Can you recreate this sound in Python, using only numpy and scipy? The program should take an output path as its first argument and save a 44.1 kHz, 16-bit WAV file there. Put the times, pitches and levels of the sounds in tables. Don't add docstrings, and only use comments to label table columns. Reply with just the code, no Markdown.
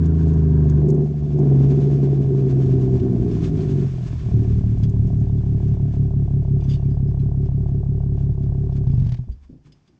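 import sys
import numpy as np
from scipy import signal
from scipy.fft import rfft, irfft, next_fast_len
from scipy.io import wavfile
from scipy.ndimage import map_coordinates

SR = 44100
rng = np.random.default_rng(int(sys.argv[2]) if len(sys.argv) > 2 else 0)


def generate_wav(sig):
    pcm = np.round(np.clip(np.atleast_2d(sig).T, -1, 1) * 32767).astype(np.int16)
    wavfile.write(sys.argv[1], SR, pcm)


def boost(x):
    u = np.asarray(x, float) / 20
    return 10 ** u


N = 440559
LEAD_S = 0.1


def unit(x):
    return x / np.sqrt(np.mean(x ** 2) + 1e-20)


def curves(rows, t):
    s, *cols = np.transpose(rows)
    return np.array([np.interp(t, s, c) for c in cols])


def filtered(x, response):
    m = next_fast_len(N + SR // 2)
    return irfft(rfft(x, m) * response(np.fft.rfftfreq(m, 1 / SR)), m)[..., :x.shape[-1]]


def resonant(x, modes, top_hz):
    def response(f):
        ring = sum(g * 1j * f * w / (c * c - f * f + 1j * f * w) for c, w, g in modes)
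        u = f / top_hz
        return ring / (1 - u ** 2 + 1j * np.sqrt(2) * u) ** 2 / (1 + (u / 1.25) ** 8)
    return filtered(x, response)


def noise(spectrum):
    hz, db = np.transpose(spectrum)
    return unit(filtered(rng.standard_normal(N), lambda f: boost(np.interp(np.log(f + 1), np.log(hz), db))))


def wobble(rate_hz):
    return map_coordinates(rng.standard_normal(int(N * rate_hz / SR) + 4), [np.arange(N) * rate_hz / SR])


def impulses(s, size):
    return np.bincount(np.round((s + LEAD_S) * SR).astype(int), size, N + round(LEAD_S * SR))


def even_rms(s, flat, modes, top_hz, span):
    return np.std(resonant(impulses(s, flat), modes, top_hz)[span])


# time in seconds, firings per second.
ROLLING = [(0.0, 81.2), (0.26, 80.3), (0.72, 74.6), (1.38, 73), (1.57, 67.6), (1.76, 71), (2.3, 68.5),
           (3.01, 63.4), (3.3, 58), (3.77, 46.2), (4.01, 41.4)]
# time in seconds, firings per second.
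IDLE = [(4.27, 37.25), (4.55, 37.123), (4.95, 36.305), (5.75, 35.77), (6.65, 34.53), (7.5, 34.889),
        (8.87, 34.772)]
FIRST_FIRES_S = 7.487


def rotation(t):
    rate = curves(ROLLING + IDLE, t)[0]
    turn = np.cumsum(rate) / SR
    return rate, turn - np.interp(FIRST_FIRES_S, t, turn)


# time in seconds, cylinder pressure in dB, gas speed in dB.
THROTTLE = [(0, -14.5, -30.5), (0.74, -12, -26.5), (0.84, -10, -17.5), (1.02, -11.5, -20.5),
            (1.12, -17.5, -34.5), (1.33, -15, -28.5), (1.4, -10, -16.5), (2.05, -13.5, -21),
            (2.3, -16, -22.5), (2.95, -19.5, -21.5), (3.5, -17, -24.5), (3.83, -16, -24), (3.9, -27.5, -40),
            (4.22, -22, -36.5), (4.32, -9.5, -27), (4.6, -12, -36), (6.1, -13.5, -35), (6.7, -15.5, -37),
            (8.85, -18.5, -37)]
# from and to in seconds, push loss in dB.
COASTING = [
    (0.795, 1.468, -11),
    (1.47, 1.749, -6),
    (1.747, 2.576, -12),
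    (2.606, 4.01, -14.5),
]
# time in seconds, loss in dB, half length in seconds.
STUMBLES = [
    (2.99, -14.5, 0.021),
    (3.384, -6.5, 0.022),
    (4.178, -6, 0.13),
    (5.859, -2.5, 0.053),
    (8.367, -1.5, 0.037),
]
PUSH_DB, LIFT_S = -18.5, 0.11
CRACK_DB, CRACK_FOLLOWS = -53, 0.34
KNOCK_TOP_DB, KNOCK_DB, EDGE_DB = -15, -14, -9


def strength(t):
    weak_db = sum(db * np.exp(-((t - s) / half) ** 2) for s, db, half in STUMBLES)
    pressure_db, speed_db = curves(THROTTLE, t)
    off_db = sum(db * np.clip(np.minimum(t - a, b + LIFT_S - t) / LIFT_S, 0, 1) for a, b, db in COASTING)
    crack_db = CRACK_DB + CRACK_FOLLOWS * (speed_db + 19.5)
    return np.array([
        PUSH_DB + off_db + 1.8 * weak_db,
        pressure_db + weak_db,
        speed_db + 1.2 * weak_db,
        crack_db,
        np.minimum(pressure_db, KNOCK_TOP_DB) + weak_db + KNOCK_DB,
        crack_db + EDGE_DB])


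# push, boom, bark and crack in dB.
CYLINDERS = [(0, -12, -6.5, 10), (0, -5.5, 0, 5.5), (-1.6, 1, -7, -3), (-.6, -.6, 4.5, -6), (0, 0, 3, 2.5),
             (-.4, -13, 2.5, -.5)]
HABITS = [(-14, 8), (-7, 6.5), (0, -5), (1, -6), (1, -6), (-9, 2)]
AT_SPEED = [(2, 0.5), (0.5, -6.5), (-2, -3), (-2.5, 2), (-3, -2), (1, -0.3)]
# time in seconds, share 0-1.
LOPE = [(0, 0.08), (3, 0.06), (4.3, 0), (6, 0.09), (6.8, 0.92), (8.8, 1)]
FAST_PUSH_DB, FAST_KNOCK_DB, FAST_EDGE_DB = 2.5, -13.5, -1.5
COAST_PUSH_SCATTER_DB = 1.5
MISFIRE_S, MISFIRE_DB = 8.349, -9


def firing_levels(s, number, fast, even, chance):
    scatter_db = chance[:, :6] * [1.2, 1.6, 1.8, 1.4, 2, 2] * even[:, None]
    lope = np.clip(curves(LOPE, s).T, 0.01, 1) ** np.array([0.95, 0.28, 0.6, 0.076, 0.53, 0.04])
    level_db = strength(s).T + lope * np.hstack([CYLINDERS, HABITS])[number % 6] + scatter_db
    level_db[:, 1:3] += fast[:, None] * np.array(AT_SPEED)[number % 6]
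    coasted = s > COASTING[0][1] - 0.5
    level_db[:, 0] += fast * (FAST_PUSH_DB + COAST_PUSH_SCATTER_DB * chance[:, 0] * coasted)
    level_db[np.argmin(np.abs(s - MISFIRE_S)), [3, 5]] += MISFIRE_DB
    level_db[:, 4:] += fast[:, None] * [FAST_KNOCK_DB, FAST_EDGE_DB]
    return level_db


# Hz, width in Hz, signed gain.
BANK = [(242, 72, 1.1), (317, 120, -0.92)]
BANK_DB = -13


def joining_pipe(s, number, flat, fast, level_db):
    train = impulses(s, (number % 3 == 0) * flat * fast * boost(level_db[:, 0] + BANK_DB))
    return resonant(train, BANK, 400)[-N:] / even_rms(s[::3], flat[::3], BANK, 600, slice(SR))


# Hz, width in Hz, signed gain.
HOT = [(134.2, 38.8, 0.77), (227, 73, -0.12), (322.7, 26, 0.2)]
HOT_DB = -3.5


def hot_pipe(s, flat, fast, boom_db):
    train = impulses(s, flat * fast * boost(boom_db + HOT_DB))
    train = filtered(train, lambda f: 1 / (1 + (105 / (f + 1)) ** 6))
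    return resonant(train, HOT, 350)[-N:] / even_rms(s, flat, HOT, 320, slice(SR))


# Hz, width in Hz, signed gain.
PUSH = [(32, 12, .125), (87, 50, -.25), (124, 12, -1)]
BOOM = [(130.5, 29.6, 0.8), (141.4, 22.4, -0.6), (198, 29, -0.067), (233, 24, -0.0039)]
BARK = [(187, 63, -0.31), (245.2, 27.5, 0.55), (307, 28, 0.11), (388.2, 40.6, 0.69), (409.2, 20.5, -0.84)]
CRACK = [(505, 110, -0.15), (717, 100, 0.93)]
KNOCK = [(197.6, 37, 2.1), (230, 14, 1.4)]
EDGE = [(840, 68, 0.96), (1120, 55, -0.67)]
# time in seconds, crack peak in dB, boom over crack in dB.
RUNDOWN = [(8.868, -38, 29), (8.897, -45.5, 38), (8.934, -42, 35.5), (8.976, -44.5, 37),
           (8.998, -47.5, 35.5), (9.019, -43.5, 37), (9.042, -51, 32.5), (9.088, -45, 30.5),
           (9.062, -41.5, 33), (9.119, -40.5, 26), (9.146, -43, 22), (9.188, -44.5, 30), (9.238, -54, 19),
           (9.287, -49, 10)]
IGNITION_OFF_S = 8.85
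HUSH_DB, HUSH_AT, HUSH_HALF = -6.5, 0.44, 0.24


def exhaust_pipe(t, turn, s, pace, flat, even, chance, level_db):
    late_s, late_db, boom_db = np.transpose(RUNDOWN)
    low_db = late_db + boom_db
    late = np.transpose([low_db - 14.0, low_db - 22.5, late_db - 18.0, late_db - 22, low_db - 46, late_db - 25.5])
    gust = (t < IGNITION_OFF_S) * np.exp(-((turn % 6 - HUSH_AT) / HUSH_HALF) ** 2)
    hush = boost(HUSH_DB * curves(LOPE, t)[0] * gust)
    # modes, top Hz, idle timing scatter in seconds, echo share, stilled by the gust.
    parts = [(PUSH, 168, 0, 0, False), (BOOM, 290, 0, 0, True), (BARK, 425, 0.0003, 0.5, True),
             (CRACK, 820, 0.00012, 0.12, False), (KNOCK, 270, 0, 0.3, True), (EDGE, 1150, 0.00004, 0.3, False)]
    sound = np.zeros(N)
    for k, (modes, top_hz, jitter_s, echo, stilled) in enumerate(parts):
        scale = even_rms(s, flat, modes, top_hz, slice(6 * SR, 8 * SR))
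        shift_s = jitter_s * chance[:, 6] * (pace / 35) ** (k - 1) * even
        train = impulses(s + shift_s, flat * boost(level_db[:, k])) + impulses(late_s, 0.4 * boost(late[:, k]))
        train = train + echo * np.roll(train, round(0.0111 * SR))
        sound += (hush if stilled else 1) * resonant(train, modes, top_hz)[-N:] / scale
    return sound


# multiple of the firing rate, dB pulling, dB coasting.
THIRDS = [(4 / 3, -25, -20), (5 / 3, -7, -24), (7 / 3, -24.5, -22), (8 / 3, -21.5, -19), (3, -21, -22),
          (10 / 3, -19.5, -28), (11 / 3, -19, -21.5), (13 / 3, -31.5, -25.5), (14 / 3, -30.5, -20.5),
          (16 / 3, -22.5, -17), (17 / 3, -29, -18)]
# time in seconds, dB.
SING = [(0, -18.5), (0.74, -13), (0.9, -25), (1.15, -32.5), (1.5, -23.5), (1.8, -14), (2.9, -18.5),
        (3.4, -15.5), (3.84, -20.5), (3.92, -40), (4.25, -46)]


def manifold(t, rate, turn):
    coast = np.interp(t, COASTING[0][:2], [0, 1])
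    song = np.zeros(N)
    for multiple, pull_db, coast_db in THIRDS:
        level = boost(pull_db + coast * (coast_db - pull_db) + 1.6 * wobble(16))
        song += level * np.sin(2 * np.pi * (multiple * turn + rng.random()))
    return boost(curves(SING, t)[0]) * (rate > 38) * song


# Hz, dB per Hz.
GAS = [(35, -44), (60, -9.5), (86, -15.5), (139, -32), (187, -9), (396, -1), (550, -34.5), (695, -19),
       (839, -42.5), (2500, -55.5), (3250, -102), (5500, -120)]
# Hz, dB per Hz.
FLOW = [(450, -28.5), (560, 0), (690, 6.5), (780, -9), (870, -14.5), (1050, -6.5), (1200, -19),
        (1600, -18.5), (2500, -37)]


def gas_noise(t, rate, turn):
    puff = unit(np.exp(0.48 * np.cos(2 * np.pi * (turn - 0.2))))
    running = np.interp(t, [IGNITION_OFF_S, 9.3], [1, 0])
    bark_db, crack_db = strength(t)[2:4]
    flow = boost(bark_db - 6.0 - 2.3 * (rate > 44)) * noise(GAS)
    jet = boost(crack_db + 0.9 + 1.9 * (rate > 40)) * noise(FLOW)
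    return running * puff * (flow + jet)


# time in seconds, share of full scatter.
STEADY = [(0.74, .3), (0.84, .7), (1.6, .7), (1.75, .5), (2.9, .55), (3.1, .75), (4.2, .7), (4.4, .65)]
COLD_LOSS_DB = -5.5


def engine():
    t = np.arange(N) / SR
    rate, turn = rotation(t)
    number = np.arange(np.ceil(turn[0]) - 6, np.interp(IGNITION_OFF_S, t, turn)).astype(int)
    s = np.interp(number, turn, t) + np.minimum(number - turn[0], 0) / rate[0]
    pace = np.interp(s, t, rate)
    flat = pace ** -0.5
    fast = np.interp(pace, [37.4, 39.5], [0, 1])
    even = curves(STEADY, s)[0]
    chance = rng.standard_normal((len(s), 7))
    level_db = firing_levels(s, number, fast, even, chance)
    sound = joining_pipe(s, number, flat, fast, level_db) + hot_pipe(s, flat, fast, level_db[:, 1])
    level_db[:, 1] += fast * COLD_LOSS_DB
    sound += exhaust_pipe(t, turn, s, pace, flat, even, chance, level_db)
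    sound += manifold(t, rate, turn) + gas_noise(t, rate, turn)
    return sound + clank(s, flat, fast, level_db[:, 4]) + unburnt_strokes()


# Hz, dB per Hz.
ROAR = [(700, -31.5), (950, 6.5), (1250, -7), (1600, -2.5), (1900, -13.5), (2600, -48.5)]
ROAR_DB = -54.5


def intake():
    t = np.arange(N) / SR
    pulling = np.clip((COASTING[0][0] + LIFT_S - t) / LIFT_S, 0, 1)
    return pulling * boost(ROAR_DB + 1.7 * wobble(25)) * noise(ROAR)


# time in seconds, dB.
ROAD = [(0, -60.5), (0.4, -60), (1.1, -62.5), (1.55, -56), (2.3, -60), (3.25, -58), (3.45, -58),
        (4.2, -54.5), (4.9, -62), (5.5, -64), (6.5, -66.5), (8.1, -70), (8.8, -68), (9.1, -61), (9.25, -73),
        (9.6, -80), (9.99, -77)]
# Hz, dB per Hz.
HISS = [(590, -28), (1000, 3.5), (1320, -1), (1770, 0.5), (1920, -5), (2210, -1.5), (3300, -5.5),
        (3490, -2.4), (3700, -7.5), (6700, -7.5), (8450, -15.5), (11000, -59), (18600, -120)]
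# time in seconds, rise in dB, half length in seconds.
BUMPS = [(0.06, 5, 0.015), (0.21, 5.5, 0.033), (0.3, 5.5, .02), (0.7, 4, 0.021), (3.36, 5.5, 0.064),
         (3.46, 10, 0.038), (3.61, 6.5, 0.055), (3.71, 7.5, 0.027), (3.81, 5, 0.03), (4.08, 6, 0.014),
         (4.19, 1.5, .025), (4.84, 6, 0.014), (5.68, 4.5, 0.1), (5.94, 7, .035), (6.64, 2.5, .04),
         (6.72, 12, 0.043), (6.85, 4, 0.062), (7.21, 5.5, .025), (7.46, 5.5, 0.022), (7.7, 3.5, 0.068),
         (8.2, 7.5, 0.053), (8.44, 2.5, 0.03), (8.77, 13, 0.02), (8.9, 1, 0.025), (9.44, 11, 0.02),
         (9.67, 16, 0.028), (9.77, 4, 0.033), (9.88, 7, 0.027)]
# time in seconds, rise in dB.
JOINTS = [(1.635, 3.5), (1.718, 6), (1.825, 5), (1.942, 5), (2.047, 5.5), (2.145, 5), (2.24, 3.5),
          (2.392, 5.5), (2.506, 5.5), (2.621, 7.5), (2.721, 6.5), (2.83, 5.5), (2.95, 5)]
# time in seconds, dB.
RUMBLE = [(0, -32), (1, -36.5), (2, -33), (3, -24), (4, -27.5), (5, -22), (5.6, -49), (9.99, -76)]
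JOINT_S = 0.032


def road():
    t = np.arange(N) / SR
    bumps = BUMPS + [(s, db, JOINT_S) for s, db in JOINTS]
    swell_db = sum(db * np.exp(-((t - s) / half) ** 2) for s, db, half in bumps)
    hiss = boost(curves(ROAD, t)[0] + swell_db + 0.53 * wobble(16) + 1.0 * wobble(45)) * noise(HISS)
    low = noise([(12, -27.5), (28, -9.5), (60, 1.0), (110, 3.5), (200, -6.0), (400, -67.0)])
    return hiss + boost(curves(RUMBLE, t)[0] + 1.6 * wobble(9.7)) * low


# Hz, dB per Hz.
STREET = [(15, -50), (25, -14), (189, 2), (538, -18.5), (795, -14.5), (966, -25.5), (1690, -32),
          (3970, -41.5), (4940, -28), (8450, -46.5), (11000, -68), (18600, -120)]


def street():
    return boost(-62.5 + 0.96 * wobble(25)) * noise(STREET)


# Hz, dB.
WHINE = [(11560, -106), (11830, -103), (12760, -111), (13040, -112)]


def electrical_whine():
    t = np.arange(N) / SR
    tones = sum(boost(db + 2.5 + 2.5 * wobble(60)) * np.sin(2 * np.pi * hz * t + 1.5 * wobble(70)) for hz, db in WHINE)
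    return tones * (t < 9.22)


# time in seconds, peak in dB.
GRIT = [(0.0582, -46), (0.228, -54), (0.2813, -51), (0.3353, -49.5), (0.5037, -57.5), (0.698, -43),
        (0.8866, -44.5), (0.9018, -40.5), (0.945, -51), (1.044, -55), (1.3902, -50), (3.13, -58),
        (1.6931, -56), (4.141, -55), (4.3645, -53), (4.7835, -53), (4.8957, -47), (5.0716, -53),
        (5.1731, -57.5), (6.311, -65.5), (9.1222, -53.5), (5.2001, -53)]


def grit():
    out, t = np.zeros(N + SR), np.arange(SR // 50) / SR
    for s, db in GRIT:
        out[round(s * SR):][:len(t)] += boost(db + 3.5 - 60 * t / 0.041) * rng.standard_normal(len(t))
    return resonant(out[:N], [(6450, 1400, 1.5)], 12000)


# time in seconds, peak in dB.
CLACKS = [(2.996, -45), (4.833, -43.5), (8.87, -49.5), (8.898, -50.5), (8.9726, -57), (8.9965, -49.5),
          (9.02, -50), (9.0449, -52), (9.0658, -46), (9.0893, -44.5), (9.1187, -39.5), (9.14, -41.5),
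          (9.168, -52)]
# Hz, dB per Hz.
CLACK = [(900, -15), (1600, 1), (3300, 1.5), (5200, -2.5), (7000, -8.5), (8500, -23), (11000, -72)]
CLACK_RISE_S = 0.0036


def clacks():
    t = np.arange(N) / SR
    shape = np.zeros(N)
    for s, db in CLACKS:
        u = np.clip((t - s) / CLACK_RISE_S, 0, 40)
        shape += boost(db) * u * np.exp(1 - u)
    return 0.43 * shape * noise(CLACK)


# time in seconds, peak in dB, main ring in Hz.
RATTLES = [(3.311, -38, 5350), (3.4396, -33, 3600), (3.6054, -37.5, 4220), (3.981, -46, 3220),
           (4.8325, -33, 3370), (4.8305, -37, 6200), (5.2817, -50, 3600), (5.382, -47, 3460),
           (6.6036, -40.5, 2440), (6.636, -38.5, 6050), (6.689, -35, 3560), (6.696, -34, 4870),
           (6.7044, -35.5, 3300), (6.7117, -33, 2980), (6.7185, -37, 4950), (6.7258, -39, 2960),
           (6.7342, -32, 3640), (6.7418, -36, 4450), (6.751, -38, 2960), (6.765, -50, 4400),
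           (7.194, -47, 4060), (7.4546, -49, 5060), (8.176, -53, 2840), (8.432, -50, 5120),
           (8.722, -46, 5260), (8.774, -58, 3540), (8.912, -48, 5100), (8.9386, -47, 5100),
           (9.1197, -46, 3250), (9.3162, -47.5, 4680), (9.7197, -41, 5100), (9.875, -49, 4920)]
METAL = [2770, 2920, 3500, 4640, 4920, 6460]
# time in seconds, peak in dB, Hz.
PINGS = [
    (6.6, -56, 2410),
    (6.78, -61, 2770),
    (6.848, -59, 2400),
    (6.902, -59.5, 4900),
    (7.072, -62, 5100),
]
RING_T60_S, TICK_T60_S, PING_T60_S = 0.08, 0.05, 0.22
SCRAPE_S, DETUNE = 0.0035, 0.01
RING_DB, DRY_DB, RUNG_DB, RING_WIDTH_HZ = -9, -1.5, 2, 160


def rattles():
    out, scrape, t = np.zeros(N + SR), np.zeros(N + SR), np.arange(SR // 5) / SR
    soft = 1 - np.exp(-t / SCRAPE_S)
    for s, db, hz in RATTLES:
        start = round(s * SR)
        others_hz = np.array(METAL)[:, None] * np.exp(rng.normal(0, DETUNE, size=(6, 1)))
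        share = boost(rng.normal(-11.5, 1.7, size=(6, 1)))
        ring = np.sin(2 * np.pi * hz * t) + (share * np.sin(2 * np.pi * others_hz * t)).sum(0)
        out[start:][:len(t)] += boost(db + RING_DB - 60 * t / RING_T60_S) * ring * soft
        scrape[start:][:len(t)] += boost(db - 60 * t / TICK_T60_S) * rng.standard_normal(len(t)) * soft
    for s, db, hz in PINGS:
        out[round(s * SR):][:len(t)] += boost(db - 60 * t / PING_T60_S) * np.sin(2 * np.pi * hz * t) * soft
    rung = resonant(scrape[:N], [(hz, RING_WIDTH_HZ, (-1) ** k) for k, hz in enumerate(METAL)], 7300)
    return resonant(out[:N] + boost(DRY_DB) * scrape[:N] + boost(RUNG_DB) * rung, [(4200, 5200, 0.86)], 8000)


# Hz, width in Hz, gain.
CLANK = [(562, 60, 1)]
CLANK_DB, SMOOTH_CLANK_DB = -24.5, -12.5


def clank(s, flat, fast, knock_db):
    smooth_db = SMOOTH_CLANK_DB * (1 - curves(LOPE, s)[0])
    train = impulses(s, flat * (1 - fast) * boost(knock_db + CLANK_DB + smooth_db))
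    return resonant(train, CLANK, 480)[-N:] / even_rms(s, flat, CLANK, 570, slice(6 * SR, 8 * SR))


# Hz, width in Hz, signed gain.
EMPTY = [(76, 30, 0.66), (248.5, 12, -0.48)]
EMPTY_DB = -13


def unburnt_strokes():
    s, crack_db, boom_db = np.transpose(RUNDOWN)
    train = impulses(s, boost(crack_db + boom_db + EMPTY_DB))
    return resonant(train, EMPTY, 330)[-N:] / np.max(resonant(impulses(s[:1], [1]), EMPTY, 330))


# time in seconds, peak in dB, Hz, t60 in seconds.
THUDS = [
    (9.271, -43, 127, 0.32),
    (9.492, -43, 252.4, 0.21),
    (9.527, -46, 137, 0.25),
    (9.651, -53, 147.8, 0.56),
    (9.88, -69, 147, 0.055),
    (9.89, -62, 351, 0.17),
    (9.932, -62, 171, 0.22),
]


def thuds():
    out, t = np.zeros(N + SR), np.arange(SR // 2) / SR
    puff = noise([(80, 4.5), (150, 12.0), (300, 3.5), (550, -12.5), (1200, -70), (3000, -75.0)])
    for s, db, hz, t60 in THUDS:
        start = round(s * SR)
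        body = np.sin(2 * np.pi * hz * t) + 0.65 * puff[start - len(t):start]
        out[start:][:len(t)] += boost(db + 7.5 - 60 * t / t60) * (1 - np.exp(-t / 0.0015)) * body
    return out[:N]


SWAY_S, LURCH_DB, LURCH_T60_S, SETTLE_DB, SETTLE_T60_S = 9.3, -22, 0.14, -42, 1.13


def sway():
    since = np.arange(N) / SR - SWAY_S
    after = np.abs(since)
    fade = boost(LURCH_DB - 60 * after / LURCH_T60_S) + boost(SETTLE_DB - 60 * after / SETTLE_T60_S)
    return np.clip(1 + since / 0.029, 0, 1) * fade * noise([(12, -50), (30, 20), (75, 29), (120, -12), (200, -47.0)])


def scene():
    car = engine() + intake() + road() + rattles() + clacks() + grit() + thuds() + sway()
    return (car + street())[None]


def roll_off(x):
    return signal.sosfilt(signal.butter(12, 14400, fs=SR, output="sos"), x)


OVERLOAD = 0.56


def record(dry):
    soft = dry / (1 + np.abs(dry / OVERLOAD) ** 4) ** 0.25
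    dull = filtered(soft, lambda hz: 1 / (1 + (hz / 9000) ** 6))
    return roll_off(dull + electrical_whine())


dry = scene()
out = record(dry)
generate_wav(out)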